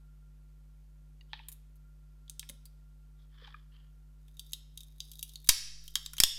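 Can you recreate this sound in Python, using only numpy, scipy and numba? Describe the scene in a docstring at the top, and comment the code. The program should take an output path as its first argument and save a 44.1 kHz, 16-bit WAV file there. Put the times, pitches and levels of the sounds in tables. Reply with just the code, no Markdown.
"""Mains hum, a thin wavering tone and smooth hiss lie under a quiet, hard-walled room throughout.
From 1.2 s two hands turn a pack of cylindrical battery cells close by: struck modes tick and knock,
and grainy friction noise brushes as skin slides over the wrap. From 4.1 s tiny slips creak as the pack flexes.
The loudest knocks, near 5.5 and 6.2 s, trip the gain control, which ducks the hum and shifts the offset;
a brief low pulse goes with the hardest of them."""
import sys
import numpy as np
from scipy import signal
from scipy.fft import rfft, irfft
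from scipy.io import wavfile
from scipy.ndimage import uniform_filter1d
from numba import njit

SR = 44100
rng = np.random.default_rng(int(sys.argv[2]) if len(sys.argv) > 2 else 0)


def output_pcm(signal):
    """Save a mono or channel-first signal as 16-bit PCM at the path in sys.argv[1].

    Samples are clipped to [-1, 1] before scaling.
    """
    pcm = np.clip(np.atleast_2d(signal).T, -1, 1) * 32767
    wavfile.write(sys.argv[1], SR, np.round(pcm).astype(np.int16))


def gain_from_db(level_db):
    """Convert decibel levels to linear amplitude factors (20 dB per decade)."""
    decades = np.asarray(level_db, float) / 20
    return 10 ** decades


N = 281358

# ringing modes of the cell pack: centre_hz, width_hz, level_db
PACK_MODES = [(3250, 410, -9.5), (3763, 224, 0.5), (4620, 133, -11), (4800, 274, -6), (6400, 480, -4.5)]
# modes of cells damped by the palm: centre_hz, width_hz, level_db
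PALM_MODES = [(966, 365, 3), (1113, 760, 6.5), (1790, 220, 0.5), (2253, 460, 7), (2497, 370, 8)]


def unit(x):
    """Scale to rms 1."""
    return x / np.sqrt(np.mean(x ** 2))


def peak(x):
    """Scale to peak 1."""
    return x / np.abs(x).max()


def curve(table):
    """Columns of a table along time; dB columns fall silent outside it."""
    time_s, *columns = np.transpose(table)
    return [np.interp(np.arange(N) / SR, time_s, c, left=-140, right=-140) for c in columns]


def ring(x, hz, width_hz):
    """One band-pass resonance whose impulse response peaks near 1."""
    radius = np.exp(-np.pi * max(width_hz, 5) / SR)
    angle = 2 * np.pi * hz / SR
    return signal.lfilter([1, 0, -1], [1, -2 * radius * np.cos(angle), radius * radius], x) / 2


def body(x, modes, tilt_db=0):
    """All modes of an object driven by x; tilt_db per octave lifts the upper ones, or dulls them if negative."""
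    out = 0
    for k, (hz, width_hz, level_db) in enumerate(modes):
        tilted_db = level_db + tilt_db * np.log2(hz / modes[0][0])
        out = out + (-1) ** k * gain_from_db(tilted_db) * ring(x, hz, width_hz)  # neighbours in opposite phase
    return out


def band(x, lo_hz, hi_hz, order=2):
    """Steep band-pass."""
    sos = signal.butter(order, [lo_hz, min(hi_hz, .45 * SR)], "band", fs=SR, output="sos")
    return signal.sosfilt(sos, x)


def hum():
    """Mains pickup: a sine with odd multiples that waver in level, and a thin wavering tone."""
    # mains lines: multiple, level_db (rms)
    multiples = [(1, -54), (3, -62.5), (5, -79.5), (7, -89.5), (9, -93), (11, -94)]
    # faint tone along time: time_s, level_db
    whine_level = [(0, -82.5), (.7, -89), (1.6, -90.5), (1.8, -83.5), (4.6, -87), (4.9, -103), (6.38, -78)]
    mains_hz, waver_db = 50, 1
    whine_hz, whine_width_hz, beat_hz = 1390, 6.9, 21.6
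    turn = 2 * np.pi * mains_hz * np.arange(N) / SR
    lines = 0
    for k, level_db in multiples:
        waver = 1  # the fundamental is steady
        if k > 1:
            waver = gain_from_db(waver_db * unit(band(rng.standard_normal(N), 0.56, 9, order=1)))
        lines = lines + np.sqrt(2) * gain_from_db(level_db) * waver * np.sin(k * turn)
    # two close sines beat, so the core flutters
    core = np.sin(turn * whine_hz / mains_hz) + 0.94 * np.sin(turn * (whine_hz - beat_hz) / mains_hz)
    wander = unit(ring(rng.standard_normal(N), whine_hz, whine_width_hz))
    return lines + gain_from_db(curve(whine_level)[0]) * unit(core + wander)


def hiss():
    """Smooth amplifier and room noise: white noise shaped along frequency."""
    # noise spectrum: pitch_hz, density_db (per Hz, relative)
    spectrum = [(20, -30), (45, -27), (75, -7), (100, -5), (200, -12.5), (400, -14), (1400, -20),
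                (4000, -24.5), (15300, -26.5), (16000, -61)]
    hiss_db = -77  # rms
    hz, density_db = np.transpose(spectrum)
    log_hz = np.log(np.fft.rfftfreq(N, 1 / SR) + 1)
    shape = gain_from_db(np.interp(log_hz, np.log(hz), density_db))
    return gain_from_db(hiss_db) * unit(irfft(rfft(rng.standard_normal(N)) * shape, N))


def low_partials():
    """Low and middle partials of the knocks, dull and hard: a smooth pulse drives each damped note."""
    # partials, rows at nearly one time belong together: start_s, peak_db, pitch_hz
    partials = [(1.209, -54, 2840), (1.211, -64, 1930), (1.332, -39, 884), (1.332, -47, 1804),
                (1.398, -50.5, 890), (2.428, -50.5, 1745), (2.428, -68, 970), (2.497, -51, 219),
                (2.496, -57, 560), (2.496, -53.5, 2110), (3.42, -59.5, 477), (3.415, -62, 1230),
                (3.477, -51.5, 860), (3.544, -43, 1235), (3.542, -47, 1675), (3.542, -50, 2420),
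                (5.4914, -22.5, 993), (6.134, -49, 1410)]
    out = np.zeros(N)
    for start_s, peak_db, hz in partials:
        pulse = np.exp(-((np.arange(N) / SR - start_s) * hz * 2 * np.pi) ** 2)
        width_hz = min(105, hz / 6)  # low notes ring narrower
        note = ring(ring(pulse, hz, width_hz), hz, 2 * width_hz)  # swells for a few cycles, then dies
        out += gain_from_db(peak_db) * peak(note)
    return out


def clicks():
    """Each touch is a blow with brief chatter into pack, tabs and palm, plus its own strongest ring."""
    # cells touching: start_s, peak_db (of the pack layer), treble_db and dull_db (before a common lift
    # of tabs and palm), ring_hz (strongest ring)
    touches = [(1.21, -57, -25, -5, 4560), (1.332, -32.5, -76, -1.5, 3320),
               (1.3383, -38.5, -84, -3.5, 4280), (1.392, -53, -65, 7.5, 2560), (1.485, -42, 7.5, -12, 6940),
               (1.518, -50.5, 5.5, -12, 12800), (1.524, -50.5, 7, -32, 11400), (1.757, -71.5, 7, -9, 12300),
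               (2.2797, -54, -16, -27, 3400), (2.297, -33.5, -4.5, -38, 8780),
               (2.395, -27.5, -4.5, -30, 8900), (2.429, -47, -74, 3.5, 3280),
               (2.4904, -39.5, -5, -20, 3700), (2.4963, -37.5, -1, -12.5, 10000),
               (2.655, -52.5, 6.5, -17, 4800), (3.475, -50.5, -21, -7, 2450), (4.282, -62, 1, -6, 3550),
               (4.3693, -56.5, 0, -30, 3720), (4.3944, -33, -3.5, -48, 3850), (4.5098, -56, -6, -23, 6400),
               (4.52, -54.5, 6, -14, 6400), (4.533, -22.5, -6.5, -33, 3740), (4.775, -36, -2.5, -42, 3740),
               (4.8062, -42.5, -3, -43, 3740), (4.833, -49.5, 0.5, -39, 3740), (5.004, -26, -13, -36, 3850),
               (5.1161, -43, -0.5, -42, 12200), (5.134, -48, -2, -38, 3930),
               (5.1927, -37.5, -3, -26, 12100), (5.2279, -29.5, -1, -37, 3810),
               (5.293, -44.5, -2.5, -50, 4050), (5.3567, -33.5, -9.5, -41, 4330),
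               (5.444, -54, 5, -12, 12800), (5.4726, -40, -1.5, -15, 3970),
               (5.4893, -15, 0.5, -41.5, 11200), (5.4914, 6, -5.5, -15, 5830),
               (5.4979, -5.5, -8, -30.5, 7700), (5.8791, -38, -1, -28, 3250),
               (5.955, -15.5, -8.5, -16, 3255), (6.061, -27, -8, -20.5, 7440), (6.1337, -41, 3, -11, 5580),
               (6.1674, -40.5, -3, -11, 6300), (6.182, -27.5, -2, -15, 3250), (6.2017, -4, -3, -11.5, 5400),
               (6.2362, 5.5, -9, -19, 3930)]
    # thin metal strips: centre_hz, width_hz, level_db
    tab_modes = [(9300, 4200, 6), (10600, 1470, 6), (14920, 2700, 8), (16900, 760, 4)]
    bundle_hz, bundle_width_hz = 5050, 1040
    t = np.arange(4096) / SR
    out = np.zeros(N + len(t))
    for start_s, peak_db, treble_db, dull_db, ring_hz in touches:
        # bright, light touches chatter longer
        chatter_ms = max(2.57 * gain_from_db(0.77 * treble_db - 0.05 * peak_db), .2)
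        grain, unevenness = rng.standard_normal((2, len(t)))
        blow = grain * gain_from_db(7 * unevenness) * np.exp(-t / (chatter_ms / 1000))
        blow += gain_from_db(-6.5) * grain * np.exp(-t / 0.009)  # the bundle rustles as it settles
        blow[0] += gain_from_db(22 - 0.02 * peak_db)  # first contact

        soft_db = 0.5 * min(treble_db + 6.0, 0)  # duller touches also miss the upper modes
        # unpitched crack between the modes, growing with force and brightness
        crack_db = soft_db + 26.5 + 0.2 * peak_db + 0.82 * max(treble_db, -9)
        pack = peak(band(body(blow, PACK_MODES, soft_db) + gain_from_db(crack_db) * blow, 2880, 7970, order=4))
        tabs = peak(band(body(blow, tab_modes) + 0.79 * blow, 7760, 13690, order=3))
        palm = peak(band(body(blow, PALM_MODES), 955, 4200, order=3))

        own_width_hz = max(.1 * gain_from_db(.3 * peak_db) * ring_hz, 160)  # hard knocks ring broader
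        own = peak(band(ring(blow, ring_hz, own_width_hz), ring_hz / 1.3, ring_hz * 1.3))
        own_db = -6 - 0.08 * peak_db  # the harder the knock, the less one ring stands out
        if ring_hz < 2500:
            own_db += dull_db
        elif ring_hz > 7500:
            own_db += treble_db

        # broad shudder that fades quickly below the hardest knocks
        shudder_db = 1.6 * min(peak_db + 14.5, 0) - 5.0
        lo_hz, hi_hz = bundle_hz - bundle_width_hz / 2, bundle_hz + bundle_width_hz / 2
        shudder = peak(band(blow, lo_hz, hi_hz, order=3))

        touch = pack + gain_from_db(treble_db + 5.5) * tabs + gain_from_db(dull_db + 2.0) * palm
        touch = touch + gain_from_db(own_db) * own + gain_from_db(shudder_db) * shudder
        i = int(start_s * SR)
        out[i:i + len(t)] += gain_from_db(peak_db) * touch
    return out[:N]


def room(x):
    """Diffuse reflections swell in after a short gap, then each band dies at its own rate."""
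    # main tail bands: pitch_hz, t60_s, level_db
    tail_bands = [(360, 0.18, -9.5), (1430, 0.33, -24.5), (1950, 0.64, -25), (3580, 0.31, -23.5),
                  (4800, 0.74, -29.5), (7500, 0.37, -22.5), (12700, 0.27, -20.5)]
    # extra tail bands: centre_hz, width_hz, t60_s, level_db
    lingering = [(3550, 1300, 0.55, -30), (5260, 1120, 0.7, -26)]
    gap_s = 0.00098
    t = np.arange(int(.8 * SR)) / SR
    bands = [(hz / 1.88, hz * 1.6, t60_s, db) for hz, t60_s, db in tail_bands]
    bands += [(hz - w / 2, hz + w / 2, t60_s, db) for hz, w, t60_s, db in lingering]
    tail = 0
    for lo_hz, hi_hz, t60_s, level_db in bands:
        part = band(rng.standard_normal(len(t)), lo_hz, hi_hz)
        part = part * 1000. ** (-t / t60_s) * (1 - np.exp(-(t / gap_s) ** 2))
        tail = tail + gain_from_db(level_db) * part / np.sqrt(np.sum(part ** 2))  # level sets the band's energy
    return signal.fftconvolve(x, tail)[:N]


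def slide():
    """Skin rubs the wrap: dense, grainy friction colours the wrap and the palm behind it."""
    # strokes: start_s, loudest_s, end_s, level_db, dull_db (palm share), brightest_hz
    strokes = [(1.28, 1.348, 1.55, -61, -14, 3160), (3.153, 3.202, 3.3, -75.5, -8, 3520),
               (3.278, 3.453, 3.67, -62, -1.5, 3290), (3.698, 3.736, 3.96, -69.5, -5.5, 3060)]
    spread = .08  # half-width of the wrap's band over its centre
    grain = rng.standard_normal(N) * gain_from_db(3.5 * unit(uniform_filter1d(rng.standard_normal(N), size=150)))
    # the skin catches and slips
    grain = grain * gain_from_db(2.6 * unit(band(rng.standard_normal(N), 8, 40, order=1)))
    palm = unit(band(body(grain, PALM_MODES, -5.0), 1160, 1950))
    out = 0
    for start_s, loudest_s, end_s, level_db, dull_db, hz in strokes:
        stroke = np.interp(np.arange(N) / SR, [start_s, loudest_s, end_s], [0, 1, 0]) ** 1.6
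        wrap = unit(band(grain, (1 - spread) * hz, (1 + spread) * hz, order=3))
        wrap = wrap + gain_from_db(-7.5) * unit(band(grain, 1.12 * hz, 1.59 * hz, order=3))
        out = out + gain_from_db(level_db) * stroke * (wrap + gain_from_db(dull_db) * palm)
    return out


def creak():
    """The pack flexes: glue and wrap let go in tiny slips of very uneven size; each judders a moment."""
    # creak along time: time_s, level_db
    flexing = [(4.1, -100), (4.33, -75), (4.45, -65.5), (4.65, -90), (4.82, -68), (4.92, -77), (5.1, -63),
               (5.47, -64), (5.6, -100), (5.85, -64), (6.05, -61), (6.38, -85)]
    slips_per_s, judder_s = 350, 0.0017
    slips = (rng.random(N) < slips_per_s / SR) * gain_from_db(5 * rng.exponential(size=N).clip(0, 4))
    judder = signal.lfilter([1], [1, -np.exp(-1 / (judder_s * SR))], slips) * rng.standard_normal(N)
    tone = unit(band(body(judder, PACK_MODES, 5.6), 2800, 9200, order=3))
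    tone = tone + gain_from_db(1.5) * unit(band(judder, 8900, 14500, order=3))
    return gain_from_db(curve(flexing)[0]) * unit(tone)


def low_pulses():
    """Brief, one-sided low-frequency pulses that accompany the gain drop at the hardest knocks."""
    # pulses: start_s, peak_db, spread_ms
    pulses = [(5.491, -23.5, 0.29), (6.2015, -28.5, 0.81), (6.2365, -10.5, 0.19)]
    t = np.arange(N) / SR
    out = 0
    for start_s, peak_db, spread_ms in pulses:
        out = out + gain_from_db(peak_db) * np.exp(-((t - start_s) * 1000 / spread_ms - 2) ** 2)
    return out


@njit
def duck(x, top, attack, release):
    """Gain falls fast while the sound passes top and creeps back to 1."""
    gain, g = np.empty(len(x)), 1.
    for i in range(len(x)):
        want = top / max(abs(x[i]), top)
        g += (want - g) * (attack if want < g else release)
        gain[i] = g
    return gain


def scene():
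    """Hands and cells in the room over hum and hiss."""
    near = clicks() + creak() + slide()
    low = low_partials()
    reflections = room(near + gain_from_db(-8) * low)
    mix = near + low + reflections - low_pulses() + hum() + hiss()
    return mix[None]


def roll_off(x):
    """The treble ends steeply here."""
    return signal.sosfilt(signal.butter(12, 17000, fs=SR, output="sos"), x)


def record(dry):
    """Gain control scales sound and offset alike; a coupling capacitor makes offset steps slow thumps."""
    top, attack_s, release_s = 0.22, 0.00075, 0.23
    ceiling, offset = 0.51, 0.088
    coupling_hz, top_hz = 3.84, 16400
    x = dry[0]
    gain = duck(x, top, 1 / (attack_s * SR), 1 / (release_s * SR))
    squashed = ceiling * np.tanh(gain * x / ceiling)  # soft clipping
    shifted = squashed + offset * (gain - 1)
    pole = np.exp(-2 * np.pi * coupling_hz / SR)
    coupled = signal.lfilter([1, -1], [1, -pole], shifted)
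    mix = signal.sosfilt(signal.ellip(8, .2, 70, top_hz, fs=SR, output="sos"), coupled)  # steep low-pass
    return roll_off(mix[None])


dry = scene()
out = record(dry)
output_pcm(out)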